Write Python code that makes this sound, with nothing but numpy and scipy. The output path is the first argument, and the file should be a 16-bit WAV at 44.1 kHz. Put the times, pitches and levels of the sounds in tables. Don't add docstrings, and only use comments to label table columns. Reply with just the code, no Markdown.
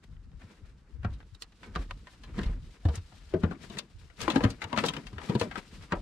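import sys
import numpy as np
from scipy import signal
from scipy.fft import rfft, irfft, next_fast_len
from scipy.io import wavfile
from scipy.ndimage import map_coordinates

SR = 44100
rng = np.random.default_rng(int(sys.argv[2]) if len(sys.argv) > 2 else 0)


def unload_audio(sound):
    columns = np.transpose(np.atleast_2d(sound))
    steps = np.round(np.clip(columns, -1, 1) * 32767)
    wavfile.write(sys.argv[1], SR, steps.astype(np.int16))


N = 265349
TIME = np.arange(N) / SR
BLOW = SR // 4
LEAD = SR // 25
AGE = (np.arange(BLOW) - LEAD) / SR
SINCE = np.maximum(AGE, 0)

# t/s, panel level/dB, panel f/Hz, hull boom level/dB, hull f/Hz,
# crack level/dB, crack f/Hz, treble level over the crack/dB; all levels relative
KNOCK_EVENTS = [(1.046, -34, 185, -26.5, 95, -34.5, 1490, -16.5), (1.104, -60, 160, -42, 79, -66, 940, 1),
                (1.758, -36.5, 173, -34, 58, -31, 1220, -9.5), (1.79, -49, 270, -30.5, 45, -59.5, 985, 1),
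                (2.379, -33.5, 197, -60, 138, -48, 890, 1), (2.388, -33, 193, -61, 138, -40, 1860, -8),
                (2.414, -39.5, 179, -50, 90.5, -48, 1730, -4), (2.459, -42, 152, -22, 45.5, -54.5, 970, 4),
                (2.491, -41, 153, -23, 43.4, -52, 950, -22), (2.852, -34.5, 304, -18.5, 90.4, -38, 640, -9),
                (2.886, -35.5, 139, -23.5, 73.7, -40.5, 890, -6.5),
                (2.974, -70, 152, -33, 89.3, -65, 1820, 14), (3.124, -63, 198, -56, 100, -56.5, 700, -18),
                (3.338, -23, 374, -32, 92, -32.5, 540, -20),
                (3.434, -22.5, 200, -23.5, 86, -33.5, 1510, -14.5),
                (3.51, -36.5, 204, -47, 57, -40.5, 1290, -13), (3.698, -45, 211, -68, 127, -51, 1080, 4),
                (4.279, -27, 323, -49, 133, -24.5, 970, -12),
                (4.358, -19.5, 261.4, -36.5, 105, -28, 910, -3.5),
                (4.406, -35.5, 481, -53, 95.5, -34, 990, -18),
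                (4.437, -22.5, 263, -52, 125, -28.5, 1760, -4),
                (4.446, -26.5, 222, -20, 104, -37, 1240, -20), (4.642, -49, 187, -39.5, 94, -68, 1000, -9),
                (4.728, -35, 242, -43, 108, -29, 880, -13), (4.775, -30, 210, -39, 108, -27, 1180, -3),
                (4.838, -28.5, 470, -50, 90, -27.5, 850, -8),
                (5.129, -46.5, 199, -40.5, 105.6, -55, 1080, -1), (5.161, -69, 162, -39, 77, -58, 1000, -7),
                (5.295, -26.5, 181.6, -28.5, 148, -38, 920, -4),
                (5.351, -24.5, 214, -24.5, 130, -34, 890, -4.5),
                (5.412, -27.5, 474, -33.5, 102, -30, 900, -14.5),
                (5.921, -30, 182, -37, 83.4, -27, 1310, -12.5),
                (5.931, -35.5, 330, -48, 82, -31.5, 734, -25)]
# f/Hz, t60/s
DECK_DECAY = [(150, 0.26), (500, 0.15), (1500, 0.11), (4000, 0.055), (10000, 0.019)]
# f/Hz, level/dB
PANEL_SPECTRUM = [(70, -27.5), (140, -6), (260, 0), (480, -3), (700, -24), (1400, -68)]
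# f/Hz, level/dB
CLACK_SPECTRUM = [(300, -40.5), (600, 3.5), (760, 2), (1300, -5), (2200, -6), (3200, -9), (6000, -37)]
# f/Hz, level/dB
EDGE_SPECTRUM = [(1400, -54.5), (2600, 2.5), (4400, 9), (6000, -10.5), (9000, -20)]
# f/Hz, level/dB
SPARKLE_SPECTRUM = [(3500, -14.5), (5800, 4), (9000, -3.5), (12000, -13), (15500, -22)]
CONTACT_S, SOFTENING = 0.0013, 0.45


def knocks():
    track = np.zeros((2, N))
    for s, panel_db, panel_hz, boom_db, hull_hz, crack_db, clack_hz, treble_db in KNOCK_EVENTS:
        contact_s = CONTACT_S * amp(SOFTENING * (panel_db - crack_db))
        boom = amp(boom_db - 2.0) * mode(hull_hz, t60=11.6 / hull_hz, rise_s=0.0033)

        low_board = 0.36 * mode(410.7, t60=0.043, rise_s=0.0022)
        high_board = 0.36 * mode(493, t60=0.036, rise_s=0.002)
        boards = (low_board + high_board) * panel_hz / 400
        panel_own = [(panel_hz, 110, 7)]
        crowd = 0.5 * dense_ring(PANEL_SPECTRUM, DECK_DECAY, contact_s, snap=3.3, brush=0.1, own=panel_own)
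        ring = mode(panel_hz, t60=0.075, rise_s=0.002) + boards + crowd
        panel = amp(panel_db - 1.5) * unit_hit(ring)

        clack_own = [(clack_hz, 330, 9)]
        clack = dense_ring(CLACK_SPECTRUM, DECK_DECAY, contact_s, snap=4.9, brush=0.24, own=clack_own)
        edge = dense_ring(EDGE_SPECTRUM, DECK_DECAY, contact_s, snap=1.6, brush=0.12)
        sparkle = dense_ring(SPARKLE_SPECTRUM, DECK_DECAY, contact_s, snap=1.2, brush=0.16)
        treble = amp(treble_db) * (amp(-10.0) * edge + amp(-20.0) * sparkle)
        crack = amp(crack_db) * (amp(-5.5) * clack + treble)
        add(track, s, boom + panel + crack)
    return track


# t/s, relative level/dB, ring f/Hz, t60 at the ring pitch/s
CLICK_EVENTS = [(0.167, -65, 1510, 0.027), (0.316, -63, 2300, .06), (.416, -55.5, 1750, 0.13),
                (1.031, -52, 1700, 0.081), (1.1358, -54.5, 3650, 0.11), (1.2029, -52, 1520, 0.093),
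                (1.228, -61, 1710, 0.025), (1.347, -50, 3900, .06), (1.421, -34, 4730, 0.054),
                (1.5212, -56.5, 2560, .06), (1.6304, -42.5, 2050, 0.18), (1.752, -39, 2300, 0.041),
                (1.9088, -35, 1820, 0.038), (2.0703, -44.5, 1890, 0.089), (2.135, -59, 1580, 0.11),
                (2.2349, -43, 2720, 0.12), (2.39, -36.5, 1870, 0.048), (2.432, -36.5, 2670, 0.078),
                (2.955, -38, 7000, 0.064), (3.1188, -59, 1790, 0.069), (3.4338, -37, 1460, 0.14),
                (3.7698, -38.5, 2010, 0.086), (3.7861, -27, 4500, 0.061), (4.1, -53, 2130, 0.087),
                (4.204, -32.5, 2690, 0.104), (4.215, -30.5, 5400, 0.027), (4.3008, -22, 2780, 0.067),
                (4.3178, -35.5, 3320, 0.079), (4.4427, -29, 2270, 0.11), (4.5025, -36.5, 4970, 0.075),
                (4.6176, -28.5, 2100, 0.12), (4.6401, -32.5, 2570, 0.045), (4.7619, -34, 1900, 0.11),
                (4.7855, -22.5, 2340, 0.08), (4.85, -31.5, 4000, 0.13), (4.8607, -27.5, 5200, 0.075),
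                (4.8843, -23, 3130, 0.071), (4.9353, -32.5, 2680, 0.097), (4.9656, -32, 2420, 0.064),
                (5.068, -39.5, 2830, 0.068), (5.1817, -38, 1690, 0.13), (5.2157, -42, 2140, 0.049),
                (5.288, -40, 1840, 0.21), (5.3963, -30.5, 4700, 0.091), (5.4128, -26.5, 2780, 0.056),
                (5.5118, -37, 1620, 0.12), (5.5561, -31.5, 1520, 0.074), (5.824, -50.5, 3540, .05)]
# f/Hz, relative t60/s
TACKLE_DECAY = [(800, 0.2), (2500, 0.098), (10000, 0.06)]
# centre f/Hz, relative level at the centre/dB
REGISTER_LEVELS = [(1700, -1), (4000, 0.5), (7000, -3)]
# f/Hz, level/dB
BODY_SPECTRUM = [(200, -6), (600, -0.5), (1400, -4), (2300, -2.5), (3500, -3), (7000, -75)]
FADE_DB_PER_OCTAVE = 9.5
RING_WIDTH, RING_DB = 0.31, 4.5
CONTACT_SHARE = 0.0047


def tackle():
    track = np.zeros((2, N))
    for s, db, ring_hz, t60 in CLICK_EVENTS:
        body_db, edge_db, sparkle_db = [
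            top_db - FADE_DB_PER_OCTAVE * abs(np.log2(ring_hz / hz)) for hz, top_db in REGISTER_LEVELS]
        t60s = np.array(TACKLE_DECAY) * [1, t60 / along(TACKLE_DECAY, ring_hz)]
        contact_s = CONTACT_SHARE * t60
        own = [(ring_hz, RING_WIDTH * ring_hz, RING_DB)]
        body = dense_ring(BODY_SPECTRUM, t60s, contact_s, snap=1.0, brush=0.18, own=own)
        edge = dense_ring(EDGE_SPECTRUM, t60s, contact_s, snap=0.51, brush=0.15, own=own)
        sparkle = dense_ring(SPARKLE_SPECTRUM, t60s, contact_s, snap=0.73, brush=0.26)
        click = amp(body_db - 6.0) * body + amp(edge_db - 12) * edge + amp(sparkle_db - 10.0) * sparkle
        add(track, s, amp(db) * click)
    return track


# peak t/s, relative level/dB, rise to peak from 1/e/s
SWAY_EVENTS = [(.98, -50, .04), (1.08, -33, 0.066), (1.8, -44.5, 0.073), (1.92, -42, 0.053),
               (2.42, -35.5, 0.1), (2.57, -44.5, 0.088), (2.97, -47, .08), (3.45, -47, 0.11),
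               (4.03, -48, 0.06), (4.26, -44, 0.046), (4.44, -35, .05), (4.72, -59, .1),
               (5.8, -40.5, 0.023), (6, -39.5, 0.036)]
# peak t/s, relative level/dB, rise to peak from 1/e/s
SCUFF_EVENTS = [(.46, -63, 0.1), (1.08, -64, 0.12), (1.68, -56.5, 0.049), (1.84, -56, 0.09),
                (2.3, -59, 0.12), (2.41, -46, 0.064), (2.52, -60, 0.062), (3.52, -51.5, 0.05),
                (3.77, -48.5, 0.042), (4.355, -36, 0.024), (4.44, -43.5, 0.054), (4.69, -52, 0.074),
                (4.83, -40, 0.077), (4.98, -49.5, 0.084), (5.27, -54.5, 0.085), (5.35, -42.5, 0.039),
                (5.43, -42, 0.061), (5.78, -59.5, 0.082), (5.955, -53.5, 0.032)]
# peak t/s, relative level/dB, rise to peak from 1/e/s
BRUSH_EVENTS = [(.04, -65, 0.01), (.53, -72.5, 0.19), (2.98, -57, 0.062), (3.635, -54, 0.041),
                (3.72, -54, 0.025), (4.23, -45, .025), (5.25, -49.5, 0.033), (5.58, -51.5, 0.02),
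                (5.76, -55.5, 0.056)]
# t/s, relative level/dB
STIRRING_LEVEL = [(0, -76), (1.45, -77.5), (1.7, -65.5), (2.2, -68), (2.7, -66), (3.3, -65), (4.55, -69),
                  (5.1, -63.5), (5.7, -60.5), (6, -70.5)]
# f/Hz, level/dB
RUMBLE_SPECTRUM = [(12, -30.5), (27, -3.5), (40, 4.5), (52, 1.5), (70, -0.5), (110, -7.5), (170, -13),
                   (400, -62.5)]
# f/Hz, level/dB
CREAK_SPECTRUM = [(80, -21), (150, -2.5), (210, -2), (300, -8.5), (480, -17), (700, -29.5), (1500, -42.5)]
# f/Hz, level/dB
SCUFF_SPECTRUM = [(300, 5), (600, -3), (1200, -7), (2300, -3.5), (3500, -13.5), (7000, -57)]
# f/Hz, level/dB
CLOTH_SPECTRUM = [(1300, -27), (2600, 2.5), (4400, 5.5), (6000, -2.5), (8500, -5.5), (10000, -12),
                  (12500, -16), (15500, -43)]
MURMUR_DB = -66.5
SCUFF_CREAK_DB, SCUFF_HISS_DB, SWAY_CREAK_DB = 4, -11, -22.5
BRUSH_BODY_DB, STIR_BODY_DB = 6, 1


def movement():
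    sway, scuffing, brushing = swells(SWAY_EVENTS), swells(SCUFF_EVENTS), swells(BRUSH_EVENTS)
    stirring = amp(curves(STIRRING_LEVEL, TIME)[0])
    left_db, = curves(LEFTWARD, TIME)
    creaking = together(amp(MURMUR_DB), amp(SCUFF_CREAK_DB) * scuffing, amp(SWAY_CREAK_DB) * sway)
    rubbing = together(scuffing, amp(BRUSH_BODY_DB) * brushing, amp(STIR_BODY_DB) * stirring)
    hissing = together(brushing, stirring, amp(SCUFF_HISS_DB) * scuffing)

    hull = sway * rush(RUMBLE_SPECTRUM, grain_db=-1.5, grain_rate=8.7) * pan(0.08 * left_db)
    deck = creaking * rush(CREAK_SPECTRUM, grain_db=4.0, grain_rate=44) * pan(0.12 * left_db)
    scuff_noise = rush(SCUFF_SPECTRUM, grain_db=0.5, grain_rate=59, catches=46, catch_share=1.0)
    scuff = amp(-1.05) * rubbing * scuff_noise * pan(left_db)
    cloth_noise = rush(CLOTH_SPECTRUM, grain_db=1.0, grain_rate=210, catches=140, catch_share=0.57)
    cloth = hissing * cloth_noise * pan(0.52 * left_db)
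    strokes = unit(amp(2.76 * wobble(24)))
    return hull + deck + strokes * (scuff + cloth)


# t/s, relative level/dB, f/Hz, left minus right/dB
EDDY_EVENTS = [(0.275, -40.5, 62.4, 15), (0.356, -37.5, 69, 11), (0.451, -41, 96, 2), (0.644, -37, 51, 8),
               (0.95, -33.5, 64, 14), (1.001, -39, 60, 16), (1.34, -39.5, 61, 10), (3.962, -42, 58.5, -18)]
# f/Hz, level/dB
TREE_SPECTRUM = [(200, -29), (700, 7.5), (1500, 11.5), (3000, -5.5), (5600, -5), (8500, -9.5), (11000, -21),
                 (15000, -42)]
BUFFET_DB, GUST_DB = -54.5, 6.5


def wind(eddy_s=0.019):
    trees = unit(filtered(stereo_noise(N), lambda hz: amp(along(TREE_SPECTRUM, hz))))
    buffeting = rush(RUMBLE_SPECTRUM, grain_db=GUST_DB, grain_rate=8.7) * pan(left_db=2)
    air = amp(-75) * trees + amp(BUFFET_DB) * buffeting
    for s, db, hz, left_db in EDDY_EVENTS:
        flutter = np.sin(2 * np.pi * hz * (TIME - s) + 1.9 * wobble(60))
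        envelope = np.exp(-((TIME - s) / eddy_s) ** 2)
        air += amp(db - 3) * pan(left_db) * flutter * envelope
    return air


# f/Hz, width/Hz, relative lift/dB
FITTING_MODES = [(469.4, 23, 4), (850, 77, 0.5), (978, 72, 4.5), (1267, 290, 5), (1700, 720, 4),
                 (2490, 80, -0.5), (3410, 290, -1.5), (4360, 730, -3.5)]


def dense_ring(colour, t60s, contact_s, snap, brush, own=()):
    hz, t, z = signal.stft(stereo_noise(BLOW), SR, nperseg=256)
    fade = amp(-60 * np.maximum(t - LEAD / SR, 0) / along(t60s, hz)[:, None])
    tail = signal.istft(z * fade, SR, nperseg=256)[1][:, :BLOW]
    onset = 1 - np.exp(-SINCE / max(contact_s, 1e-4))
    contact = onset * (1 + snap * np.exp(-SINCE / 0.001))
    flicker = map_coordinates(rng.standard_normal(size=150), [SINCE * 260], mode="wrap")
    chatter = amp(1.37 * flicker)
    brushing = brush * np.exp(-np.abs(AGE) / 0.0094)
    struck = tail * (contact * chatter + brushing)
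    gain = lambda hz: colour_gain(colour, hz) * amp(lift_db([*FITTING_MODES, *own], hz) + spot_db(hz))
    return unit_hit(filtered(struck, gain, causal=True))


def mode(hz, t60, rise_s):
    decay = np.exp(-np.log(1000) * SINCE / t60)
    rise = (1 - np.exp(-SINCE / rise_s)) ** 2
    return unit_hit(np.sin(2 * np.pi * hz * SINCE) * decay * rise)


def rush(colour, grain_db, grain_rate, catches=0, catch_share=0):
    sliding = unit(amp(grain_db * wobble(grain_rate)))
    slips = (rng.random(N) < catches / SR) * rng.uniform(0.18, 1, N)
    slips = signal.lfilter([1], [1, -np.exp(-1 / (0.013 * SR))], slips)
    grains = stereo_noise(N) * (sliding + catch_share * unit(slips))
    gain = lambda hz: colour_gain(colour, hz) * amp(0.92 * lift_db(FITTING_MODES, hz))
    return unit(filtered(grains, gain, causal=True))


RELEASE, SWELL_SHAPE = 1.28, 1.27


def swells(rows):
    power = np.zeros(N)
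    for s, db, rise_s in rows:
        near = np.abs(TIME - s) < 8 * rise_s
        u = (TIME[near] - s) / rise_s
        power[near] += (amp(db) * np.exp(-np.maximum(-u, u / RELEASE) ** SWELL_SHAPE)) ** 2
    return np.sqrt(power)


def together(*gains):
    return np.sqrt(sum(gain ** 2 for gain in gains))


# t/s, left minus right before the share for each band/dB
LEFTWARD = [(0, 4), (1.1, 2.5), (1.4, -2.5), (1.9, 3), (2.4, 3), (3, 5.5), (3.5, 10.5), (4.3, 9), (4.9, 9),
            (5.5, 8.5), (5.9, 2.5)]
# f/Hz, share of the level difference
SHADE_SHARE = [(60, 0.058), (150, 0.29), (300, 0.23), (600, 1), (2500, 1), (5000, 0.38), (10000, 0.24)]


def add(track, s, sound):
    left_db, = curves(LEFTWARD, s)
    lag = np.array([[.5], [-.5]]) * 1e-5 * left_db
    gain = lambda hz: pan(left_db * along(SHADE_SHARE, hz)) * np.exp(-2j * np.pi * hz * lag)
    placed = filtered(sound, gain)
    start = round(s * SR) - LEAD
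    track[:, start:start + BLOW] += placed[:, :N - start]


def pan(left_db):
    gains = amp(np.array([[.5], [-.5]]) * left_db)
    return gains / gains.mean(0)


# f/Hz, coherence
PORT_COHERENCE = [(100, 0.95), (300, 0.94), (600, 0.74), (1200, 0.58), (4000, 0.28), (12000, 0.091)]


def stereo_noise(size):
    turn = lambda hz: np.arccos(np.clip(along(PORT_COHERENCE, hz), 0, 1)) / 2
    shares = lambda hz: np.array([np.cos(turn(hz)), np.sin(turn(hz))])
    mid, side = filtered(rng.standard_normal((2, size)), shares)
    return np.array([mid + side, mid - side])


def lift_db(resonances, hz):
    return sum(db / (1 + (2 * (hz - centre) / width) ** 2) for centre, width, db in resonances)


def spot_db(hz):
    return 3.5 * map_coordinates(rng.standard_normal(200), [np.sqrt(hz) * .75], mode="wrap")


def colour_gain(points, hz):
    octaves_above = np.log2(np.maximum(hz / points[-1][0], 1))
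    return amp(along(points, hz) - 24 * octaves_above)


def filtered(x, gain, causal=False):
    m = 2 * next_fast_len(x.shape[-1] // 2 + 512)
    response = gain(np.fft.rfftfreq(m, 1 / SR))
    if causal:
        cepstrum = irfft(np.log(response + 1e-6), m)
        fold = np.r_[1, np.full(m // 2 - 1, 2), np.zeros(m // 2)]
        response = np.exp(rfft(cepstrum * fold))
    return irfft(rfft(x, m) * response, m)[..., :x.shape[-1]]


def wobble(rate):
    return map_coordinates(rng.standard_normal(N // 40), [TIME * rate], mode="wrap")


def along(points, hz):
    f, v = np.transpose(points)
    return np.interp(np.log(hz + 1), np.log(f + 1), v)


def curves(rows, at):
    s, *cols = np.transpose(rows)
    return [np.interp(at, s, c) for c in cols]


def amp(db):
    return 10 ** (np.asarray(db) / 20)


def unit(x):
    return x / np.sqrt(np.mean(x ** 2) + 1e-20)


def unit_hit(x):
    head = np.atleast_2d(x).mean(0)[LEAD:LEAD + round(.03 * SR)]
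    return x / np.sqrt(np.mean(head ** 2) + 1e-20)


def scene():
    return knocks() + tackle() + movement() + wind()


def record(dry, low_hz=27, top_hz=15750):
    return filtered(dry, lambda hz: hz ** 3 / np.hypot(hz ** 3, low_hz ** 3) * (hz < top_hz))


dry = scene()
out = record(dry)
unload_audio(out)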